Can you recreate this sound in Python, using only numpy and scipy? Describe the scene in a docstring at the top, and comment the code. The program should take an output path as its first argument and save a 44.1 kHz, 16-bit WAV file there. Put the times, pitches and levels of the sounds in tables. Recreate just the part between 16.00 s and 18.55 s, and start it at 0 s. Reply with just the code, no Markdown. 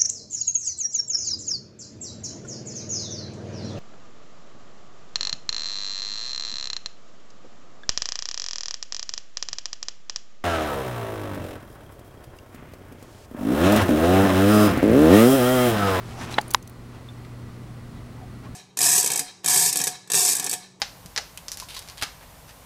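"""Two knocks on a hand-held camera, a dull rattle and a sharp clack, as it swings past a dog.
Each contact rings the casing's modes and adds a crack of noise. Cloth and fur brush by in grainy
strokes, the hand rubs the casing, and small metal pieces, like collar tags, scrape and jingle among
light taps and clinks. Hiss, low rumble and mains hum of a quiet carpeted room lie underneath."""
import sys
import numpy as np
from scipy import signal
from scipy.fft import rfft, irfft
from scipy.io import wavfile

SR = 44100
rng = np.random.default_rng(int(sys.argv[2]) if len(sys.argv) > 2 else 0)


def inscribe(sig):
    """Save sig as 16-bit PCM at rate SR to the path in sys.argv[1].

    A 1-D sig is mono; a 2-D sig holds one channel per row.
    Samples are clipped to [-1, 1] before scaling.
    """
    pcm = np.round(np.clip(np.atleast_2d(sig).T, -1, 1) * 32767)
    wavfile.write(sys.argv[1], SR, pcm.astype(np.int16))


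N = 112454
T = np.arange(N) / SR


def from_db(db):
    """Decibels to gain."""
    return 10 ** (np.asarray(db) / 20)


def rms_one(x):
    """Scale to unit rms."""
    return x / np.sqrt(np.mean(x ** 2) + 1e-20)


def fader(points):
    """Gain curve through (time [s], level [dB]) points."""
    return from_db(np.interp(T, *np.transpose(points)))


def drift(rate_hz):
    """Random wander of unit rms, mostly slower than rate_hz."""
    freqs = np.fft.rfftfreq(N, 1 / SR)
    return rms_one(irfft(rfft(rng.standard_normal(N)) / (1 + (freqs / rate_hz) ** 2), N))


def noise(spectrum):
    """Unit noise coloured by (frequency [Hz], level [dB]) points, rolling off outside them."""
    freqs = np.fft.rfftfreq(N, 1 / SR) + 1
    hz, db = np.transpose(spectrum)
    skirts = np.minimum(freqs / hz[0], 1) ** 2 * np.minimum(hz[-1] / freqs, 1) ** 2
    colour = from_db(np.interp(np.log(freqs), np.log(hz), db))
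    return rms_one(irfft(rfft(rng.standard_normal(N)) * skirts * colour, N))


def band(x, low_hz, high_hz, order=2):
    """Causal band-pass."""
    return signal.sosfilt(signal.butter(order, [low_hz, high_hz], "band", fs=SR, output="sos"), x + 1e-18)


def narrow_noise(hz, edge_ratio):
    """Unit noise through one resonance, its edges a ratio below and above the centre."""
    return rms_one(band(rng.standard_normal(N), hz / edge_ratio, hz * edge_ratio))


def swell(middle, half_length):
    """Bell-shaped rise and fall of a stroke."""
    return np.exp(-((T - middle) / half_length) ** 2)


def decay(onset, t60):
    """Instant attack, then an exponential fall."""
    return (T >= onset) * np.exp(-np.log(1000) * np.clip((T - onset) / t60, 0, 10))


def ring(onset, hz, t60):
    """One struck mode: a dying sine."""
    out, start = np.zeros(N), int(onset * SR)
    age = T[:min(N - start, SR // 2)]
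    out[start:start + len(age)] = np.sin(2 * np.pi * hz * age) * np.exp(-np.log(1000) * age / t60)
    return out


def bursts(hits, t60):
    """A short dying puff of noise at every (time [s], level [dB])."""
    return rng.standard_normal(N) * sum(from_db(db) * decay(at, t60) for at, db in hits)


def reverb(x, db, t60, band_hz):
    """Diffuse echoes dying away within one band."""
    response = band(rng.standard_normal(N), *band_hz, order=1) * decay(0, t60)
    return from_db(db) * signal.fftconvolve(x, response / np.sqrt(np.sum(response ** 2)))[:N]


def room_tone():
    """The bed: wavering mains hum, hiss, low rumble and a faint electronic whine."""
    # mains harmonics and faint narrow bands in the hiss: (frequency [Hz], level [dB])
    hum_partials = [(120, -43.5), (240, -52)]
    hiss_bands = [(1950, -67), (4250, -73.5)]
    # colour of the hiss and the rumble: (frequency [Hz], relative level [dB])
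    hiss_spectrum = [(200, -13), (340, -3), (520, -8), (850, -12.5), (1200, -11), (1700, -18),
                     (2300, -19.5), (3200, -23.5), (4500, -25), (6500, -29.5), (9000, -30), (12000, -34),
                     (16000, -37)]
    rumble_spectrum = [(22, -2), (36, -17), (50, 0.5), (64, -7), (85, 0), (125, -6.5), (165, -5), (230, -8),
                       (300, -11), (450, -29.5)]
    # fader rides, each dipping after the knocks: (time [s], level [dB])
    hum_ride = [(0, 3.5), (0.5, -1), (0.65, -5.5), (0.9, -2), (1.3, 1.5), (2.55, 0.5)]
    hiss_ride = [(0, -44.5), (0.54, -44.5), (0.61, -51.5), (0.8, -50), (1.0, -49), (2.55, -49)]
    rumble_ride = [(0, -40), (0.3, -42.5), (0.55, -46), (0.8, -46), (1.05, -45.5), (1.6, -42.5),
                   (2.0, -41.5), (2.55, -42)]
    waver_db, whine_db, whine_hz = 1, -85, 15735
    hum = sum(from_db(db + waver_db * drift(rate_hz=2)) * np.sin(2 * np.pi * (hz * T + rng.random()))
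              for hz, db in hum_partials)
    whine = from_db(whine_db) * np.sin(2 * np.pi * whine_hz * T)
    hiss = fader(hiss_ride) * noise(hiss_spectrum)
    hiss += sum(from_db(db) * narrow_noise(hz, edge_ratio=1.03) for hz, db in hiss_bands)
    rumble = fader(rumble_ride) * noise(rumble_spectrum)
    return hiss + rumble + np.sqrt(2) * (fader(hum_ride) * hum + whine)


def brushing():
    """Cloth and fur slide past with grainy friction, each stroke with its own brightness."""
    # brush strokes: (middle [s], half length [s], level [dB], treble boost [dB])
    strokes = [(0.105, 0.065, -49, 9.5), (0.227, 0.043, -34, 3), (0.293, 0.032, -35.5, -9),
               (0.327, 0.023, -41.5, 13.5), (0.377, 0.053, -39.5, -0.5), (0.953, 0.041, -47, -15.5),
               (2.455, 0.019, -43.5, -12)]
    # colour of the friction: (frequency [Hz], relative level [dB])
    spectrum = [(100, 8.5), (200, 10), (550, -1.5), (760, 5), (1000, 2), (2000, -5), (2800, -6.5),
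                (4800, -13), (6000, -14), (7500, -18), (10000, -21.5), (15000, -33)]
    grain_db, crossover_hz = 2, 3300
    friction = rms_one(noise(spectrum) * from_db(grain_db * drift(rate_hz=390)))
    lows = signal.sosfilt(signal.butter(1, crossover_hz, fs=SR, output="sos"), friction)
    highs = friction - lows
    low_power = sum((from_db(db) * swell(at, half)) ** 2 for at, half, db, _ in strokes)
    high_power = sum((from_db(db + boost) * swell(at, half)) ** 2 for at, half, db, boost in strokes)
    return lows * np.sqrt(low_power) + highs * np.sqrt(high_power)


def grip_rubs():
    """The hand shifts on the casing; each rub of skin excites one resonance."""
    # narrow scrapes: (middle [s], half length [s], level [dB], resonance [Hz])
    rubs = [(0.187, 0.056, -44, 768), (0.2, 0.032, -50, 5660), (0.31, 0.03, -36.5, 177),
            (1.975, 0.02, -61, 3560), (2.195, 0.02, -53, 860), (2.228, 0.03, -46.5, 725),
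            (2.472, 0.015, -48, 1106)]
    return sum(from_db(db) * swell(at, half) * narrow_noise(hz, edge_ratio=1.08)
               for at, half, db, hz in rubs)


def taps_and_clinks():
    """Small hard things touch: noisy midrange ticks and single-note pings."""
    # light taps: (time [s], level [dB])
    taps = [(0.3418, -25), (0.3675, -37), (1.2488, -37)]
    # clinks: (time [s], level [dB], pitch [Hz], t60 [s])
    clinks = [(0.3418, -31, 3560, 0.013), (0.3418, -24.5, 3980, 0.032), (1.0878, -38, 3550, 0.049)]
    ticks = band(bursts(taps, t60=0.022), 804, 4170)
    return ticks + sum(from_db(db) * ring(at, hz, t60) for at, db, hz, t60 in clinks)


def knock(contacts, modes, crack_db, crack_t60, crack_top_hz):
    """Each contact rings the casing's modes, neighbours in opposite polarity, and adds a brief crack."""
    body = sum((-1) ** k * from_db(db + mode_db) * ring(at, hz, t60)
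               for at, db in contacts for k, (hz, mode_db, t60) in enumerate(modes))
    crack = band(bursts(contacts, crack_t60), 530, crack_top_hz, order=1)
    return body + from_db(crack_db) * crack


def dull_knock():
    """Something bumps the camera and rattles against it; soft contacts lose their treble."""
    # a quick run of soft and hard contacts: (time [s], level [dB], treble cutoff [Hz])
    contacts = [(0.38144, -15, 1300), (0.38337, 12, 320), (0.38578, -6.5, 10000), (0.39047, -18, 1530)]
    # casing modes under the bump: (frequency [Hz], level [dB], t60 [s])
    modes = [(224, -23, 0.009), (705, -12.3, 0.038), (845, -12.3, 0.038), (1107, -12, 0.03),
             (1571, -5.2, 0.022), (1601, 3, 0.0053), (1957, 0, 0.0082), (2815, -9.2, 0.016),
             (3343, -4, 0.006), (3985, -16.5, 0.026), (4541, -20.3, 0.0115)]
    rattle = np.zeros(N)
    for at, db, cutoff_hz in contacts:
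        hit = knock([(at, db)], modes, crack_db=-15.5, crack_t60=0.012, crack_top_hz=7000)
        rattle += band(hit, 67, cutoff_hz, order=1)
    return rattle


def tag_jingle():
    """Thin metal tags scrape and ring, each touch favouring modes near one pitch; the room shimmers."""
    # tag touches: (time [s], ring [dB], scrape [dB], favoured pitch [Hz], fall either side [dB/octave])
    touches = [(0.41, -49, -46, 10000, 6), (0.4128, -22, -31.5, 4600, 26), (0.48, -30.5, -47, 9700, 32),
               (0.5063, -31, -29, 14500, 9), (0.511, -29, -32, 15200, 24), (0.5123, -27, -41, 6600, 17),
               (0.5363, -26, -35, 9400, 12), (0.538, -26, -28, 9450, 8), (0.552, -28, -39, 11530, 70),
               (0.6262, -38.5, -44, 6130, 18), (0.6754, -38, -38, 6400, 30), (0.696, -41, -44, 15000, 14)]
    # modes of the tags: (frequency [Hz], level [dB], t60 [s])
    modes = [(4700, -7, .012), (6220, -6, .025), (6850, -5, .014), (9520, -1, .014), (9960, -15, .04),
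             (11530, -9, .045), (13040, -6, .02), (15150, -4, .02)]
    # colour of metal sliding on metal: (frequency [Hz], relative level [dB])
    scrape_spectrum = [(4000, -0.5), (5400, -8), (6400, 0), (7900, -2.5), (9700, 1.5), (12200, -0.5),
                       (13300, -7), (15200, -4)]
    ringing = sum(from_db(db + mode_db - fall * abs(np.log2(hz / favoured_hz))) * ring(at, hz, t60)
                  for at, db, _, favoured_hz, fall in touches for hz, mode_db, t60 in modes)
    scrape_envelope = sum(from_db(db) * decay(at, t60=0.019) for at, _, db, _, _ in touches)
    jingle = ringing + from_db(-1.5) * scrape_envelope * noise(scrape_spectrum)
    return jingle + reverb(jingle, db=-24, t60=0.16, band_hz=(9000, 12100))


def sharp_knock():
    """A hard object clacks on the casing, with little bass."""
    # the single hard contact: (time [s], level [dB])
    contacts = [(0.54656, 4)]
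    # casing modes under the clack: (frequency [Hz], level [dB], t60 [s])
    modes = [(620, -21.5, 0.008), (812, -23.4, 0.03), (1000, -4.2, 0.013), (1910, -3.8, 0.0029),
             (2055, -19.5, 0.016), (2952, -9.5, 0.0038), (3960, -13.2, 0.0092), (4935, -10.7, 0.007),
             (5992, -12, 0.0056), (7048, -14, 0.0042), (9171, -17, 0.0049)]
    clack = knock(contacts, modes, crack_db=-11, crack_t60=0.0045, crack_top_hz=9000)
    return band(clack, 280, 10700, order=1)


def scene():
    """Mono mix of all layers, with a faint carpeted-room tail on the knocks."""
    knocks = dull_knock() + sharp_knock()
    bed = room_tone()
    handling = brushing() + grip_rubs()
    tail = reverb(knocks, db=-52, t60=0.26, band_hz=(600, 2500))
    return (bed + handling + knocks + tail + tag_jingle() + taps_and_clinks())[None]


def record(dry):
    """Peaks flatten at full scale, then a steep low-pass cuts the very top."""
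    low_pass = signal.ellip(10, 0.1, 70, 16000, fs=SR, output="sos")
    return signal.sosfilt(low_pass, np.clip(dry, -1, 1))


dry = scene()
out = record(dry)
inscribe(out)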